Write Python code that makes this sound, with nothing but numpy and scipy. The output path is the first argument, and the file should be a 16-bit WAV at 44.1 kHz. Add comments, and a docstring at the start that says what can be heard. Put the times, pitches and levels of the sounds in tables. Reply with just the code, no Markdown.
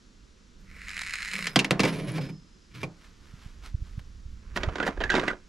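"""A light wind over even garden hiss, then a die-cast toy car rattles down a sloping wooden plank, moving away
from the microphone, drops onto a plastic folding table, bounces and rolls out while the hollow top drones.
A lone knock follows; at the end something is handled close by with knocks, scrapes and squeaks.
Random contacts excite resonances for rolling and dragging, decaying modes make the blows, wandering sines
the friction notes, and shaped noise the wind and the air."""
import sys
import numpy as np
from scipy import signal
from scipy.fft import rfft, irfft, next_fast_len
from scipy.io import wavfile
from scipy.ndimage import uniform_filter1d

SR = 44100
rng = np.random.default_rng(int(sys.argv[2]) if len(sys.argv) > 2 else 0)


def store_pcm(level_fs):
    """Save levels as 16-bit WAV."""
    pcm = np.round(np.clip(level_fs, -1, 1) * 32767).astype(np.int16)
    wavfile.write(sys.argv[1], SR, np.atleast_2d(pcm).T)


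N = 241793

# modes of the table top with the car on it: (frequency [Hz], relative level [dB], decay by 60 dB [s])
TABLE_MODES = [(135, 3.5, 0.21), (166.8, 0.5, 0.34), (195.5, 2, 0.28), (263, -0.5, 0.21), (311.8, 0, 0.24),
               (380.5, -5, 0.2), (445, -2, 0.18), (502, -3, 0.16), (587, -18, 0.35), (697, -35, 0.089),
               (774, -21, 0.036), (990, -19.5, 0.27), (1127, -0.5, 0.072), (1565, -8, .08),
               (1816, -2.5, 0.11), (1977, 9.5, 0.02), (2330, -12.5, 0.052), (2760, 9, 0.021),
               (2960, -15, 0.022), (3500, -11, 0.054), (3840, -27.5, 0.016), (4500, -18, 0.018),
               (4790, 6.5, .025), (6900, -21, 0.0067), (6560, -3, .02), (9250, 2, 0.04)]


def from_db(db):
    """Decibels to gain."""
    return 10 ** (np.asarray(db) / 20)


def rms_one(x):
    """Scale to unit rms."""
    return x / np.sqrt(np.mean(x ** 2) + 1e-20)


def in_time(rows):
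    """Each column of a curve at every sample."""
    s, *columns = np.transpose(rows)
    return [np.interp(np.arange(N) / SR, s, column) for column in columns]


def at_hz(points, hz):
    """Read a table along log frequency."""
    f, value = np.transpose(points)
    return np.interp(np.log(np.maximum(hz, 1)), np.log(f), value)


def band(x, low_hz, high_hz):
    """Causal band-pass; neighbouring bands meet in opposite phase, so they are joined with opposite signs."""
    edges = [low_hz, min(high_hz, SR / 2 - 1000)]
    return signal.sosfilt(signal.butter(2, edges, "band", fs=SR, output="sos"), x + 1e-18)


def shaped(x, response):
    """Filter by a gain, real or complex, given as a function of frequency."""
    size = next_fast_len(N + 4096)
    hz = np.arange(size // 2 + 1) * SR / size
    return irfft(rfft(x, size) * response(hz), size)[..., :N]


def coloured(x, spectrum):
    """Give a steady excitation its spectrum, cut below half the lowest listed frequency; rms 1."""
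    return rms_one(shaped(x, lambda hz: from_db(at_hz(spectrum, hz)) * (hz > spectrum[0][0] / 2)))


def drift(rate):
    """Straight lines between random values of spread 1, `rate` of them a second."""
    knots = rng.standard_normal(8192)
    return np.interp(np.arange(N) / SR * rate, np.arange(len(knots)), knots)


def evened(x, window_s):
    """Hold the short-time rms at 1."""
    power = uniform_filter1d(x ** 2, max(int(window_s * SR), 8))
    return x / np.sqrt(np.abs(power) + 1e-12)


def grains(per_s, spread_db):
    """Random tiny contacts of uneven size and either sign."""
    sizes = from_db(spread_db * np.minimum(rng.exponential(1, N), 4)) * rng.choice([-1, 1], N)
    return sizes * (rng.random(N) < per_s / SR)


def ring(x, hz, t60):
    """A unit click sets a sine ringing from about height 1, falling 60 dB in t60 seconds."""
    r, w = from_db(-60 / (t60 * SR)), 2 * np.pi * hz / SR
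    return signal.lfilter([0, np.sin(w)], [1, -2 * r * np.cos(w), r * r], x + 1e-18)


def add(out, s, sound):
    """Mix a sound in at time s."""
    at = max(round(s * SR), 0)
    out[at:at + len(sound)] += sound[:N - at]


def swells(rows):
    """Gain of overlapping swells; each climbs tenfold in its rise time and sinks tenfold in its fall time."""
    t = np.arange(N) / SR
    power = 0
    for s, db, rise, fall in rows:
        power = power + from_db(db - 20 * np.maximum((s - t) / rise, (t - s) / fall)) ** 2
    return np.sqrt(power)


def held(start_s, stop_s, release_db_per_s, attack_db_per_s=450):
    """Attack, hold at gain 1, release."""
    t = np.arange(N) / SR
    attack_db = -attack_db_per_s * np.maximum(start_s - t, 0)
    return from_db(attack_db - release_db_per_s * np.maximum(t - stop_s, 0))


def wavering_tone(hz, waver_hz, rate, flutter_db):
    """A friction note that wanders in pitch and strength; rms 1."""
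    phase = 2 * np.pi * np.cumsum(hz + waver_hz * drift(rate)) / SR
    return rms_one(np.sin(phase) * from_db(flutter_db * drift(rate)))


def chassis(clicks):
    """The loose wheels and axles ring for only a few cycles, each resonance broad and quickly damped."""
    # resonances of wheels and chassis: (frequency [Hz], width [Hz], relative level [dB])
    resonances = [(1450, 820, -3), (1872, 556, 7), (2280, 715, 5), (2930, 650, -2), (4090, 480, -4.5),
                  (5210, 290, -6), (6970, 1550, -12.5), (9260, 150, -11.5), (9900, 1300, -23),
                  (13100, 2000, -67)]
    out = 0
    for k, (hz, width, db) in enumerate(resonances):
        r = np.exp(-np.pi * width / SR)
        feed = [(1 - r * r) / 2, 0, (r * r - 1) / 2]
        feedback = [1, -2 * r * np.cos(2 * np.pi * hz / SR), r * r]
        out = out + (-1) ** k * from_db(db) * signal.lfilter(feed, feedback, clicks + 1e-18)
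    return out


def plank_roll(per_s=700, spread_db=6.5, hiss=0.52, jolt_db=-2.5, top_hz=11000, rattle_top_hz=2700,
               lift_db_per_s=220):
    """Wood grain shakes the chassis, louder and brighter with speed; ridges jolt it, and the plank rumbles."""
    # wheels jolting over ridges of the grain: (time less 1.1 ms [s], peak level before jolt_db [dB])
    jolts = [(0.8823, -24), (0.8914, -26), (0.9123, -26), (0.9428, -30), (0.966, -20.5), (0.9764, -20),
             (0.9907, -20), (1.0155, -20), (1.0478, -29), (1.094, -24.5), (1.1065, -21.5), (1.1354, -17),
             (1.1407, -20.5), (1.1544, -21), (1.2035, -23), (1.2268, -20), (1.2472, -21.5), (1.2784, -24),
             (1.3129, -22), (1.3333, -17), (1.3376, -20), (1.3527, -19.5), (1.362, -18), (1.3823, -23),
             (1.424, -17.5), (1.4417, -21.5)]
    # the car gathers speed evenly from its release to the plank's end, moving away from the microphone
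    release_s, plank_end_s = 0.61, 1.457
    plank_m, microphone_m = 1, 0.34
    # level at full speed beside the microphone [dB], growth [dB per tenfold speed]
    rattle_db, rattle_growth_db = -30, 30
    treble_db, treble_growth_db = -37, 36
    # the plank rumbles faintly, and much more over the last stretch, where it rests on the table
    wood_db, resting_db, resting_s = -58, -42.5, 1.345
    jolt_settle_s = 0.003

    speed = np.clip((np.arange(N) / SR - release_s) / (plank_end_s - release_s), 1e-6, 1)
    distance_m = np.hypot(microphone_m, plank_m * speed ** 2)
    nearness = held(release_s, plank_end_s, lift_db_per_s) * microphone_m / distance_m
    rattle = nearness * from_db(rattle_db + rattle_growth_db * np.log10(speed))
    treble = nearness * from_db(treble_db + treble_growth_db * np.log10(speed))
    rumble = from_db(wood_db) * nearness
    rumble += from_db(resting_db) * held(resting_s, plank_end_s, release_db_per_s=70.5)

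    contacts = grains(per_s, spread_db) + hiss * rng.standard_normal(N)
    body = chassis(contacts)
    out = rattle * evened(band(body, 860, rattle_top_hz), 0.096)
    out -= treble * evened(band(body, 4100, top_hz), 0.26)
    # colour of the plank: (frequency [Hz], relative level [dB])
    wood = [(90, -26.5), (150, 2.5), (195, 14), (260, -21.5), (450, -9), (800, -20.5), (1400, -11.5),
            (3000, -32.5)]
    out += rumble * evened(coloured(contacts, wood), 0.018)

    t = np.arange(1000) / SR
    for s, peak_db in jolts:
        settling = 0.16 * rng.standard_normal(len(t)) * np.exp(-t / jolt_settle_s)
        jolt = band(chassis((t == 0) + settling), 450, top_hz)
        add(out, s + 0.0011, from_db(peak_db + jolt_db) * jolt / np.abs(jolt).max())
    return out


def table_roll(boom_db=-2, skid_rumble_db=3, uneven_db=4.5, echo=1.0, far_s=0.012, near_s=.009):
    """The pebbled plastic top drones under the wheels, an uneven rattle above that fades as the car slows."""
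    # the drone's pitch wanders as the car crosses the top: (time [s], pitch [Hz])
    drone_pitch = [(1.87, 178.3), (1.96, 151.7), (2.05, 158.7), (2.13, 134.1), (2.19, 160.3), (2.24, 125.5),
                   (2.31, 146), (2.42, 158), (2.7, 135), (2.82, 101.5)]
    # colour of the rattle: (frequency [Hz], relative level [dB])
    rattle_colour = [(260, 6.5), (400, 0.5), (600, -3.5), (800, -14), (990, -5.5), (1300, -9.5),
                     (1790, -10), (2100, -11.5), (2330, -7), (2600, -14), (5200, -21.5), (7800, -30.5),
                     (12000, -31.5), (15000, -32)]
    # rolls: (start [s], stop [s], drone [dB], rumble [dB], rattle [dB])
    rolls = [(1.827, 2.16, -36, -39.5, -45), (2.185, 2.3, -37, -57, -52), (2.758, 2.833, -45, -84, -48.5)]
    # the loose wheels skid and clatter: (time [s], peak level [dB], rise [s], fall [s])
    skids = [(1.865, -40, 0.044, 0.073), (1.99, -52.5, 0.042, 0.087), (2.18, -46.5, 0.047, 0.052)]
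    # wheel noise fades as the car slows and dies when it stops; the hollow top rings on
    slowing_db_per_s, wheel_release_db_per_s, top_release_db_per_s = 13.5, 600, 172.5

    pitch, = in_time(drone_pitch)
    contacts = grains(per_s=2000, spread_db=2)
    top = 0
    for k, (hz, db, t60) in enumerate(TABLE_MODES[:12]):
        top = top + from_db(db) * ring(contacts, hz, t60) * (-1) ** k
    low = wavering_tone(pitch, waver_hz=8.47, rate=42, flutter_db=2.0)
    low += from_db(boom_db) * evened(band(top + 45 * contacts, 60, 254), 0.04)

    fine = coloured(contacts, rattle_colour)
    # waves return from the table's edge ever sooner as the car rolls on, so the colour sweeps
    lag, = in_time([(1.87, far_s), (2.3, near_s)])
    fine += echo * np.interp(np.arange(N) - lag * SR, np.arange(N), fine)
    middle = evened(band(fine + 0.15 * rms_one(top), 285, 820), 0.049)
    high = from_db(uneven_db * drift(60)) * evened(band(fine, 1580, 13000), 0.14)

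    out = swells(skids) * (high - from_db(skid_rumble_db) * middle)
    for start, stop, drone_db, rumble_db, rattle_db in rolls:
        slowing = from_db(-slowing_db_per_s * (np.arange(N) / SR - start))
        wheels = held(start, stop, wheel_release_db_per_s) * slowing
        out += from_db(drone_db) * held(start, stop, top_release_db_per_s) * low
        out += wheels * (from_db(rattle_db) * high - from_db(rumble_db) * middle)
    return out


def axles():
    """Spinning wheels sing thinly on their wire axles, the high note only while the car rolls out."""
    # swells of the low note: (time [s], peak level [dB], rise [s], fall [s])
    low_swells = [(1.5, -51, 0.2, 0.07), (1.88, -48, 0.02, 0.07), (2.19, -54, 0.06, 0.42)]
    low = swells(low_swells) * wavering_tone(5130, waver_hz=66.0, rate=240, flutter_db=6.5)
    high_gain = from_db(-56.5) * held(1.87, 2.15, release_db_per_s=500)
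    return low + high_gain * wavering_tone(10160, waver_hz=218, rate=300, flutter_db=6.0)


def blows(rows, modes, trim_db, clack_share, dense_db, dense_t60, tail_db, tail_t60, tail_hz, crack_db,
          chatter, note_t60):
    """Each blow cracks, chatters for a few ms and rings strong modes, a dense field of weaker ones and a note."""
    # edges of the four bands a blow is levelled in: [Hz]
    edges_hz = [90, 600, 2000, 6000, 15000]
    out, t = np.zeros(N), np.arange(SR // 2) / SR
    head = t < .02
    for s, thud_db, clack_db, chatter_s, note_hz, note_db in rows:
        first = 1. * (t == 0)
        again = (rng.random(len(t)) < 2500 / SR) * rng.standard_normal(len(t))
        again = again * np.exp(-(t / chatter_s) ** 2 / 2)
        contact = first + chatter * again
        # the heavy low modes feel only the first push, the light ones every re-contact
        light = contact / np.sqrt(np.sum(contact ** 2))
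        body = 0
        for k, (hz, db, t60) in enumerate(modes):
            gain = from_db(db + 2.6 * rng.standard_normal()) * (-1) ** k
            body = body + gain * ring(first if hz < 520 else light, hz, t60)
        # the dense modes are fed while the chatter lasts; the duller ones have their own decay
        quick, slow, sharp = rng.standard_normal((3, len(t)))
        dense = band(quick, 300, 5000) * from_db(-60 * np.maximum(t - chatter_s, 0) / dense_t60)
        tail = band(slow, 120, tail_hz) * from_db(-60 * t / tail_t60)
        crack = sharp * np.exp(-t / 0.0017)
        note = ring(contact, note_hz, note_t60)
        sound = rms_one(body)
        for db, layer in [(dense_db, dense), (tail_db, tail), (crack_db, crack), (note_db, note)]:
            sound = sound + from_db(db) * rms_one(layer)
        sound = band(sound, 60, 11000)
        # the bass follows the thud, the treble the clack, and the middle lies between them
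        band_db = [thud_db, thud_db + clack_share * (clack_db - thud_db), clack_db, clack_db]
        for k, (db, trim) in enumerate(zip(band_db, trim_db)):
            part = band(sound, edges_hz[k], edges_hz[k + 1])
            add(out, s, (-1) ** k * from_db(db + trim) * part / np.sqrt(np.mean(part[head] ** 2)))
    return out


def landings():
    """The car's blows set the table top's modes ringing under the clack of the car."""
    # blows, levels before trim: (time [s], thud of the table [dB], clack of the car [dB], chatter [s],
    # pitch of the car's ring [Hz], level of that ring against the modes [dB])
    impacts = [(1.469, -46.5, -30, 0.00079, 2140, 0.5), (1.483, -58.5, -48, 0.0036, 5250, -9),
               (1.559, -17.5, -21.5, 0.0055, 3240, -3.5), (1.591, -47.5, -22, 0.0074, 2760, 2.5),
               (1.6455, -33.5, -30.5, 0.0041, 2200, 6.5), (1.708, -21, -26, 0.0011, 2350, -7),
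               (1.7945, -20, -30, 0.0047, 2676, 1.5), (1.803, -42, -28, 0.0031, 2320, -4.5),
               (1.8335, -21.5, -31, 0.0076, 2280, -3.5), (1.851, -24.5, -32, 0.0075, 2240, 0.5),
               (2.184, -31, -55, 0.008, 2320, 10), (2.29, -43.5, -56, 0.005, 2340, 5),
               (2.831, -31, -37.5, 0.0078, 2407, 11)]
    return blows(impacts, TABLE_MODES, trim_db=[-1.5, -6.5, -0.5, -14.5], clack_share=0.58,
                 dense_db=-1.0, dense_t60=0.045, tail_db=-7.5, tail_t60=0.33, tail_hz=1440,
                 crack_db=-5.5, chatter=0.87, note_t60=0.015)


def handling_knocks():
    """Knocks ring the handled thing's modes, each with a faint note of random pitch."""
    # knocks, levels before trim: (time [s], thud [dB], clack [dB], chatter [s])
    knocks = [(4.561, -28, -42, 0.0025), (4.573, -31.5, -36, 0.0017), (4.633, -31.5, -35, 0.0013),
              (4.687, -35.5, -50, 0.006), (4.756, -34.5, -41.5, 0.0011), (4.783, -37, -47, 0.0019),
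              (4.801, -28, -41, 0.0012), (4.827, -29.5, -39.5, 0.0058), (4.865, -28.5, -43, 0.0027),
              (4.877, -25.5, -38.5, 0.0025), (4.972, -36, -58, 0.0056), (5.004, -27.5, -39, 0.015),
              (5.038, -33, -34.5, 0.0018), (5.101, -36.5, -29, 0.0053), (5.117, -37, -36, 0.015),
              (5.141, -21.5, -37, 0.001), (5.151, -25.5, -31.5, 0.0077), (5.164, -30, -36, 0.0026),
              (5.178, -23.5, -43.5, 0.005), (5.196, -44, -33.5, 0.0024), (5.231, -29.5, -53, 0.0024),
              (5.28, -30.5, -32, 0.003), (5.302, -40, -51, 0.003), (5.331, -36, -58, 0.0023)]
    # modes of the handled thing: (frequency [Hz], relative level [dB], decay by 60 dB [s])
    handled_modes = [(233, -11, 0.023), (364.4, -8, 0.16), (586, 2.5, 0.017), (634, -10, 0.044),
                     (990, -9, 0.083), (1450, 2.5, 0.025), (1620, 6.5, 0.013), (1960, 9, 0.015),
                     (2880, 17, 0.0033), (3400, -12, 0.083), (3676, -3, 0.022), (4540, -27, 0.024),
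                     (6780, -15, 0.091), (7000, -2, 0.015), (8600, -23, 0.022)]
    low_hz, high_hz, note_db = 1356, 2050, -3
    pitches = low_hz + (high_hz - low_hz) * rng.random(len(knocks))
    rows = [(*knock, hz, note_db) for knock, hz in zip(knocks, pitches)]
    return blows(rows, handled_modes, trim_db=[-4.0, -3.5, -3.5, -25.5], clack_share=0.37,
                 dense_db=-3.5, dense_t60=0.026, tail_db=-5.5, tail_t60=0.15, tail_hz=1760,
                 crack_db=-15.5, chatter=0.99, note_t60=0.024)


def scrape():
    """Uneven slips as the handled thing is dragged."""
    # drags between the knocks: (time [s], peak level [dB], rise [s], fall [s])
    drags = [(4.62, -39, 0.086, 0.13), (4.885, -32.5, 0.29, 0.058), (5.16, -26, 0.047, 0.14),
             (5.3, -31.5, 0.34, 0.043)]
    # colour of the slips: (frequency [Hz], relative level [dB])
    scrape_colour = [(180, 23.5), (370, 16.5), (520, 15), (750, -2), (1000, 11.5), (1480, 13.5), (1950, 9),
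                     (2400, 6), (3400, -5), (6200, -11.5), (9800, -24), (15000, -42)]
    slips = grains(per_s=1200, spread_db=4.0)
    return swells(drags) * evened(coloured(slips, scrape_colour), 0.057)


def squeaks(waver_hz=70, flutter_db=3):
    """The handled thing catches: short rough friction notes that start at once and die away."""
    # catches: (time [s], level before the envelope [dB], pitch [Hz])
    catches = [(4.803, -25, 1466), (4.833, -28.5, 1685), (5.036, -28.5, 1676), (5.058, -32, 1755),
               (5.095, -25, 1930), (5.101, -17, 1575), (5.118, -25, 1600), (5.28, -19, 1960),
               (5.302, -23.5, 1450)]
    attack_s, t60_s = 0.00051, 0.076
    out, t = np.zeros(N), np.arange(SR // 4) / SR
    envelope = (1 - np.exp(-t / attack_s)) * from_db(-60 * t / t60_s)
    for s, db, hz in catches:
        tone = wavering_tone(hz, waver_hz, rate=440, flutter_db=flutter_db)[:len(t)]
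        add(out, s, from_db(db) * envelope * tone)
    return out


def handling(lowest_hz=190):
    """Knocks, drags and squeaks of a light thing with little bass."""
    high_pass = signal.butter(2, lowest_hz, "high", fs=SR, output="sos")
    return signal.sosfilt(high_pass, handling_knocks() + scrape() + squeaks())


def brush():
    """Soft dry friction of dense tiny contacts, like a sleeve moving."""
    # soft strokes: (time [s], peak level [dB], rise [s], fall [s])
    strokes = [(3.05, -57.5, 0.17, 0.15), (3.27, -61, 0.22, 0.39), (3.43, -56.5, 0.2, 0.24),
               (3.66, -45.5, 0.051, 0.047), (3.87, -61, 0.11, 0.41), (3.995, -51.5, 0.021, 0.015),
               (4.568, -34, 0.016, 0.02), (4.872, -35, 0.018, 0.022)]
    # colour of the friction: (frequency [Hz], relative level [dB])
    brush_colour = [(300, -8.5), (750, -9.5), (1300, -2.5), (3200, -8.5), (5500, -13), (8000, -20),
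                    (12500, -25.5), (15000, -33)]
    return swells(strokes) * coloured(grains(per_s=7800, spread_db=5), brush_colour)


def wind(level_db=2):
    """Rumble on the ports swells with each gust; a passing eddy is one suck and push of pressure."""
    # gusts, before level_db and port balance: (time [s], peak level [dB], rise [s], fall [s])
    gusts = [(0.18, -54.5, 0.21, 0.37), (0.68, -50, 0.36, 2.3), (1.8, -50.5, 0.66, 1),
             (3.82, -43.5, 1, 1.5), (4.31, -41, 0.14, 0.15), (4.61, -35.5, 0.21, 0.29),
             (5.05, -35.5, 0.23, 0.35)]
    # colour of the rumble: (frequency [Hz], relative level [dB])
    wind_colour = [(20, 1), (40, 3), (70, -2), (120, -15.5), (200, -18.5), (400, -63)]
    # single buffets, before port balance: (time [s], peak level [dB], half width [s])
    buffets = [(3.341, -36, 0.0018), (3.463, -35.5, 0.0018), (3.749, -20, 0.0025), (3.824, -28.5, 0.0026),
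               (3.981, -26, 0.0018), (4.261, -35, 0.0028), (4.682, -19, 0.0023), (4.994, -30, 0.005)]
    breeze_db = -63.5  # steady breeze, before level_db and port balance
    level = np.hypot(from_db(breeze_db), swells(gusts))
    rumble = evened(coloured(rng.standard_normal(N), wind_colour), 0.2)
    out = from_db(level_db) * level * rumble
    for s, peak_db, width in buffets:
        u = np.clip((np.arange(N) / SR - s) / width, -20, 20)
        out += from_db(peak_db) * u * np.exp((1 - u * u) / 2)
    return out * from_db([[-2.5], [2]])  # left, right


def garden_air(level_db=-59.5):
    """Far, even hiss; each port hears a shared noise plus or minus a second one, mixed by frequency."""
    # colour of still garden air: (frequency [Hz], relative level [dB])
    air_colour = [(120, -9.5), (210, -1), (320, -7.5), (480, -14), (720, -24), (1300, -16.5), (2200, -21.5),
                  (3500, -21.5), (5600, -21), (7500, -26), (8500, -35), (10500, -35.5), (12500, -52.5),
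                  (16000, -62.5)]
    # left over right port: (frequency [Hz], level [dB])
    air_balance = [(60, 18), (180, -2), (550, -5), (1650, 1.5), (4970, -0.5), (15000, 4.5)]
    # how alike the ports are: (frequency [Hz], likeness [0 to 1])
    air_likeness = [(60, 1), (180, 0.81), (550, 0.37), (1650, 0.16), (4970, 1), (15000, 0.55)]

    def alike(hz):
        """Likeness of the ports at each frequency, kept below 1."""
        return np.clip(at_hz(air_likeness, hz), 0, .99)

    mid, side = rng.standard_normal((2, N))
    pair = shaped(mid, lambda hz: np.sqrt(1 + alike(hz)))
    pair = pair + shaped(side, lambda hz: np.sqrt(1 - alike(hz))) * [[1], [-1]]
    pair = shaped(pair, lambda hz: from_db(np.outer([.5, -.5], at_hz(air_balance, hz))))
    return from_db(level_db) * coloured(pair, air_colour)


def placed(x, balance, phase, scatter_db, scatter_t60):
    """Level and phase differ between the ports; deck and ground scatter a faint short tail."""
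    t = np.arange(SR // 3) / SR
    tail = band(rng.standard_normal((2, len(t))), 400, 13000) * from_db(-60 * t / scatter_t60)
    tail *= t > .003
    tail /= np.sqrt(np.sum(tail ** 2, axis=1, keepdims=True))
    pair = x + from_db(scatter_db) * signal.fftconvolve(x[None], tail, axes=1)[:, :N]
    half = np.array([[.5], [-.5]])
    return shaped(pair, lambda hz: from_db(half * at_hz(balance, hz)) * np.exp(1j * half * at_hz(phase, hz)))


def scene():
    """The car ahead, the handling close by, wind and garden all round."""
    # left over right port, car and handling: (frequency [Hz], level [dB])
    car_balance, near_balance = [(150, -1.2), (900, -3), (2400, -1.5), (5000, 0), (11000, 0.5), (12500, 10),
                                 (14500, -4)], [(150, -0.5), (700, -4), (2700, -5), (3400, -10.5),
                                                      (5000, -4), (7000, -1), (11000, -1), (12400, 18),
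                                                      (14000, 2)]
    # lead of the left port, car and handling: (frequency [Hz], phase [rad])
    car_phase, near_phase = [(100, -0.57), (500, 0.43), (2900, -0.36), (4500, -0.34), (11700, -0.5),
                             (12600, -1.4)], [(900, 0.16), (2800, -0.97), (4700, -0.29), (11000, 0.069)]
    car = plank_roll() + table_roll() + axles() + landings()
    ahead = placed(car + brush(), car_balance, car_phase, scatter_db=-16, scatter_t60=0.12)
    close_by = placed(handling(), near_balance, near_phase, scatter_db=-13.5, scatter_t60=0.08)
    return ahead + close_by + wind() + garden_air()


def record(dry):
    """The microphone dulls the last octave, and the top is cut steeply."""
    dull = signal.sosfilt(signal.butter(2, 13500, fs=SR, output="sos"), dry)
    cutoff_hz = 15500
    return signal.sosfilt(signal.ellip(10, .1, 80, cutoff_hz, fs=SR, output="sos"), dull)


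dry = scene()
out = record(dry)
store_pcm(out)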